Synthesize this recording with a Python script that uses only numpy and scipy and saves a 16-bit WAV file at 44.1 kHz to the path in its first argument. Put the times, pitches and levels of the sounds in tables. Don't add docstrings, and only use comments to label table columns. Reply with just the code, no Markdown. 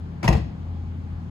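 import sys
import numpy as np
from scipy import signal
from scipy.fft import rfft, irfft
from scipy.io import wavfile

SR = 44100
rng = np.random.default_rng(int(sys.argv[2]) if len(sys.argv) > 2 else 0)


def to_wav(sig):
    pcm = np.clip(np.atleast_2d(sig), -1, 1) * 32767
    pcm = np.round(pcm).astype(np.int16)
    wavfile.write(sys.argv[1], SR, pcm.T)


def field_ratio(decibels):
    return 10 ** (np.asarray(decibels, dtype=float) / 20)


N = 57330

# start in seconds, level in dB, rattle length in seconds,
# brightness in dB per octave, metal ring in dB.
LATCH_CONTACTS = [
    (0.229, -26.5, 0.0099, 2.4, -7),
    (0.2388, -25, 0.026, 1.5, -17.5),
    (0.278, -17, 0.0052, 2.5, -2),
    (0.2836, -23.5, 0.01, 3.5, -3.5),
    (.3010, -32.5, 0.02, -5.4, 1),
    (0.3255, -26.5, 0.017, 2, -8),
    (0.35, -34, 0.016, 0, -9.5),
    (0.365, -42.5, 0.024, 3.5, -5),
]
# pitch in Hz, level in dB, time to die by 60 dB in seconds.
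LATCH_MODES = [(346, -2, 0.1), (444, -17, 0.013), (560, -17, 0.04), (745, -10, 0.008), (826, -1.5, 0.023),
               (970, -3, 0.0067), (1953, -9.5, 0.032), (2440, -12.5, 0.019), (2710, -4, 0.013),
               (4380, -12.5, 0.0077), (5230, -2.5, 0.0049), (6530, -18, 0.02), (6900, -29.5, .012)]
# frequency in Hz, level in dB per Hz.
SCRAPE_TONE = [(250, 1), (700, -0.4), (1050, -2.5), (1400, -13), (2200, -13.5), (3500, -22.5),
               (8000, -30.5), (16000, -42.5)]
# centre in seconds, peak in dB, pitch in Hz,
# ring time in seconds.
CLACKS = [(.2320, -33.5, 2280, 0.0022), (.2305, -39.5, 5600, 0.0009), (.2340, -37, 1200, 0.0012),
          (.2805, -14, 1936, 0.0017), (.2788, -20, 2850, 0.0009), (.2828, -20, 2520, 0.0012),
          (.2890, -28, 2570, .002), (.2930, -29, 1940, 0.0019), (.3310, -33.5, 2600, .003),
          (.2470, -38, 3600, .001), (.2520, -38, 4900, .0012), (.2580, -40, 5800, .001),
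          (.3280, -38, 5200, .001), (.3330, -39, 4500, .0012), (.2330, -31, 620, .002),
          (.2795, -25, 1400, .0007), (.2805, -15.5, 860, 0.0013), (.2808, -30, 5450, 0.0019),
          (.2805, -36, 6400, .001), (.2890, -39, 6450, 0.0025), (.3300, -36, 1920, 0.003)]
# deepest inward swing in seconds, peak in dB, pitch in Hz,
# swell time in seconds.
BOOMS = [(.2350, -32.5, 196, 0.0072), (0.2507, -16, 189.6, 0.003), (.2670, -16.5, 122, 0.01),
         (0.2723, -24.5, 55, 0.01), (.2935, -7.5, 152, 0.0054), (0.3088, -11, 60.4, 0.011),
         (.3290, -17.5, 75, 0.0051), (.3080, -22, 201, 0.0063), (0.3420, -17.5, 138, 0.012),
         (.3430, -19, 87.5, 0.011), (.3580, -11.5, 82, 0.0082), (0.3648, -20, 145, .006),
         (0.419, -27.5, 68.2, 0.027), (.3780, -21, 186.6, 0.0065), (0.42, -26.5, 109.3, 0.045),
         (.4850, -26.5, 85, 0.016), (.5450, -30, 88.6, 0.012), (0.471, -34, 151, 0.018),
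         (.4050, -26, 105, .008), (.4520, -29, 100, .012)]
# centre in seconds, peak in dB, pitch in Hz, swell time in seconds,
# lead of the left port in dB.
SKIN_RINGS = [(.242, -29, 333, 0.0088, 3), (.245, -35, 680, 0.0064, 6), (.2936, -18, 420, .0011, 3.5),
              (0.2896, -22.5, 685, 0.007, 7.5), (.305, -30.5, 1003, 0.011, 4),
              (.310, -32, 600, 0.0077, 5.5), (.329, -25, 820, 0.0026, 9.5), (.350, -32, 448, 0.028, 4),
              (.345, -33.5, 840, 0.0089, 11.5), (.361, -32, 900, 0.0029, 5), (.355, -31, 224, .02, 1),
              (0.35, -37, 720, .005, 5), (.325, -32.5, 339, .012, -4), (.400, -33.5, 303, .008, 1.5),
              (0.47, -35, 248, 0.0099, -5)]
# start in seconds, level in dB, length in seconds.
TICKS = [
    (.2405, -50, .003),
    (.2495, -50, .003),
    (.2725, -57, .002),
    (0.2755, -41, .002),
    (0.279, -31.5, 0.011),
    (0.322, -47, 0.016),
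]
# frequency in Hz, time to die by 60 dB in seconds.
HALL_T60 = [(60, 1), (250, 0.63), (1000, 0.32), (4000, 0.46), (12000, 0.13)]
# frequency in Hz, level in dB per Hz.
AIR_TONE = [(59, -40.5), (100, -6.5), (109, -10.5), (202, -14.5), (535, -31), (570, -32), (801, -30.5),
            (4670, -53), (16000, -70)]
# frequency in Hz, left-right likeness (1 is identical).
AIR_ALIKE = [(60, 0.68), (130, 0.99), (290, 0.59), (640, 0.1), (1400, 0.38), (3100, 0.1), (7000, 0.51),
             (15000, 0.19)]
# pitch in Hz, level in dB, wobble width in Hz, dB gained per dB of fan load.
FAN_TONES = [(85.25, -35, 1.2, 1), (162.5, -43.5, 4.11, -1.1), (196.2, -48.5, 1.14, 0.26),
             (129, -45, 6.22, -0.02), (824, -63.5, 10, 0.56), (240.6, -52.5, 5, 0.1)]
# time in seconds, load in dB.
FAN_LOAD = [(0, 3), (.1, -4.5), (.2, -2.5), (.55, -2.5), (.7, 5.5), (1.0, 2), (1.15, 2), (1.3, -3.5)]
# centre in Hz, width in Hz, depth in dB.
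SUM_GAPS = [(8980, 420, -22), (13150, 520, -22), (15000, 900, -4.5)]

RATTLE_PER_S, RATTLE_SCATTER_DB = 4000, 2.2
SCRAPE_DB, LATCH_LOW_HZ, LATCH_SIDE_DB = 2, 300, -5
KNOCK_S, KNOCK_DB, KNOCK_WIDTH_S = .2900, -12, .00025
SKIN_LAG_S, CLACK_LAG_S = 0.00062, 0.00013
TICK_LOW_HZ = 9500
HALL_DB, HALL_BASS_DB, RING_IN_HALL_DB = -6, -19, -7
HALL_GAP_S, HALL_ALIKE_HZ = .004, 230
AIR_DB, AIR_FLICKER_DB, AIR_LEFT_DB = -49, 0.98, 2.5
RUMBLE_HZ, RUMBLE_WIDTH_HZ, RUMBLE_DB = 50.7, 13, -43.5
LEFT_DB, LEFT_LAG_S = 3, .00023
DEEP_LEFT_DB, DEEP_HZ = 2, 89
PORTS_HZ, IN_STEP_HZ, COMB_HZ, PORTS_ALIKE = 5600, 6900, 4120, .985
TREBLE_LEFT_DB, TREBLE_RIGHT_DB = -3, -3
TOP_HZ, FADE_S = 15750, .004
LEFT_RIGHT = np.array([[1], [-1]])


def latch(t):
    clicks = (rng.random((2, N)) < RATTLE_PER_S / SR) * np.sign(rng.standard_normal((2, N)))
    clicks = clicks * field_ratio(RATTLE_SCATTER_DB * rng.exponential(size=(2, N)))

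    def metal(x):
        return sum(field_ratio(db) * ring(x, hz, t60) for hz, db, t60 in LATCH_MODES)

    scale = 1 / np.std(metal(clicks))
    grit = clicks + np.std(clicks) * rng.standard_normal((2, N))
    scrape = level(shape(grit, lambda f: field_ratio(along(SCRAPE_TONE, f))), SCRAPE_DB)
    out = 0
    for s, db, length, tilt_db, ring_db in LATCH_CONTACTS:
        u = np.maximum(t - s, 0) / length
        env = (1 - np.exp(-u * 9)) * np.exp(-u ** 2)
        rings = field_ratio(ring_db) * scale * metal(clicks * env)
        hit = field_ratio(db) * np.array([rings, scrape * env])

        def brightness(f):
            tilt = field_ratio(tilt_db * np.log2(np.maximum(f, 100) / 1500))
            return tilt * f ** 4 / (f ** 4 + LATCH_LOW_HZ ** 4)

        out = out + shape(hit, brightness)
    return out


def booms(t):
    knock = field_ratio(KNOCK_DB) * np.exp(-.5 * ((t - KNOCK_S) / KNOCK_WIDTH_S) ** 2)
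    return knock + swells(t, BOOMS)


def swells(t, table):
    out = 0
    for s, db, hz, swell in table:
        env = np.exp(-.5 * ((t - s) / swell) ** 2)
        out = out - field_ratio(db) * env * np.cos(2 * np.pi * hz * (t - s))
    return out


def clacks(t):
    return np.array([swells(t, CLACKS), swells(t - CLACK_LAG_S, CLACKS)])


def skin(t):
    lag = np.array([[0], [SKIN_LAG_S]])
    return sum(lean(left_db) * swells(t - lag, [row]) for *row, left_db in SKIN_RINGS)


def ticks(t):
    hiss = shape(rng.standard_normal(N), lambda f: 1 / (1 + (TICK_LOW_HZ / (f + 1)) ** 6))
    env = 0
    for s, db, length in TICKS:
        env = env + field_ratio(db) * (t > s) * np.exp(-(np.maximum(t - s, 0) / length) ** 2)
    return hiss * env


def hall(x, t):
    reply = 0
    for hz in 60 * 2. ** np.arange(9):
        band = shape(rng.standard_normal((2, N)), lambda f: np.exp(-2 * np.log2(np.maximum(f, 1) / hz) ** 2))
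        reply = reply + band * field_ratio(-60 * t / along(HALL_T60, hz))
    reply = reply * (t > HALL_GAP_S)
    reply = reply / np.sqrt(np.mean(np.sum(reply ** 2, axis=1)))
    wet = signal.fftconvolve(x[None], reply, axes=1)[:, :N]
    return wet - shape(wet - wet[0], lambda f: 1 / (1 + (f / HALL_ALIKE_HZ) ** 4))


def air(t):
    hiss = 0
    for hz in 100 * 2 ** np.arange(0, 7.4, .5):
        alike = np.clip(along(AIR_ALIKE, hz), -.99, .99)

        def band(f):
            return field_ratio(along(AIR_TONE, f)) * np.exp(-8 * np.log2(np.maximum(f, 1) / hz) ** 2)

        mid, side = shape(rng.standard_normal((2, N)), band)
        both = np.sqrt(1 + alike) * mid + np.sqrt(1 - alike) * side * LEFT_RIGHT
        hiss = hiss + field_ratio(AIR_FLICKER_DB * walk(5.7)) * both
    hiss = hiss * field_ratio(AIR_DB) / np.std(shape(hiss.mean(axis=0), lambda f: f > 250))
    low = level(shape(rng.standard_normal(N), bell(RUMBLE_HZ, RUMBLE_WIDTH_HZ / 2)), RUMBLE_DB)
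    load_db = np.interp(t, *np.array(FAN_LOAD).T)
    for hz, db, width_hz, share in FAN_TONES:
        phase = 2 * np.pi * np.cumsum(hz + width_hz * walk(20)) / SR
        tone_db = db + share * load_db + 0.62 * walk(7.3)
        low = low + np.sqrt(2) * field_ratio(tone_db) * np.sin(phase)
    left, right = (hiss + low) * lean(AIR_LEFT_DB)
    return np.array([np.interp(t - LEFT_LAG_S, t, left), right])


def level(x, db):
    return x * field_ratio(db) / np.sqrt(np.mean(x ** 2))


def lean(db):
    return field_ratio(db * LEFT_RIGHT / 2)


def along(table, hz):
    a = np.array(table)
    return np.interp(np.log(np.maximum(hz, 1)), np.log(a[:, 0]), a[:, 1])


def shape(x, gain):
    n = x.shape[-1]
    return irfft(rfft(x) * gain(np.fft.rfftfreq(n, 1 / SR)), n)


def bell(hz, width_hz):
    return lambda f: np.exp(-.5 * ((f - hz) / width_hz) ** 2)


def ring(x, hz, t60):
    p = np.exp(2j * np.pi * hz / SR - np.log(1000) / (t60 * SR))
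    return signal.lfilter([1], [1, -p], x + 0j).imag


def walk(rate_hz):
    return level(shape(rng.standard_normal(N), bell(0, rate_hz)), 0)


def ports(left, right):
    def share(f):
        return PORTS_ALIKE / (1 + (PORTS_HZ / (f + 1)) ** 12)

    def leak_gain(f):
        return field_ratio(TREBLE_RIGHT_DB) * share(f) * np.exp(2j * np.pi * (f - IN_STEP_HZ) / COMB_HZ)

    leak = shape(left, leak_gain)
    left = shape(left, lambda f: field_ratio(TREBLE_LEFT_DB * share(f)))
    right = leak + shape(right, lambda f: np.sqrt(1 - share(f) ** 2))
    mid = shape(left + right, lambda f: field_ratio(sum(db * bell(hz, w)(f) for hz, w, db in SUM_GAPS)))
    return np.array([mid + left - right, mid - left + right]) / 2


def scene():
    t = np.arange(N) / SR
    rings, scrape = latch(t)
    low, clack = booms(t), clacks(t)
    mid, side = rings + scrape
    bright = field_ratio(RING_IN_HALL_DB) * (rings[0] + clack[0]) + scrape[0]
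    wet = hall(field_ratio(HALL_DB) * bright + field_ratio(HALL_BASS_DB) * low, t)
    deep = shape(low, lambda f: field_ratio(DEEP_LEFT_DB * LEFT_RIGHT / 2 / (1 + (f / DEEP_HZ) ** 4)))
    door = clack + skin(t) + mid + field_ratio(LATCH_SIDE_DB) * side * LEFT_RIGHT + deep + wet
    return door * lean(LEFT_DB) + air(t) + ticks(t)


def band_limit(x):
    return signal.sosfilt(signal.butter(12, 16780, fs=SR, output="sos"), x)


def record(dry):
    def edges(f):
        bass_cut = 1 / np.sqrt(1 + (38 / (f + 1)) ** 4)
        return bass_cut / (1 + np.exp(np.minimum((f - TOP_HZ) / 40, 50)))

    fade = np.sin(np.pi / 2 * np.minimum(np.arange(N)[::-1] / SR / FADE_S, 1)) ** 2
    margin = N // 10
    padded = np.pad(dry, ((0, 0), (margin, margin)), mode="reflect")
    heard = shape(ports(*padded), edges)[:, margin:-margin]
    return band_limit(heard * fade)


dry = scene()
out = record(dry)
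to_wav(out)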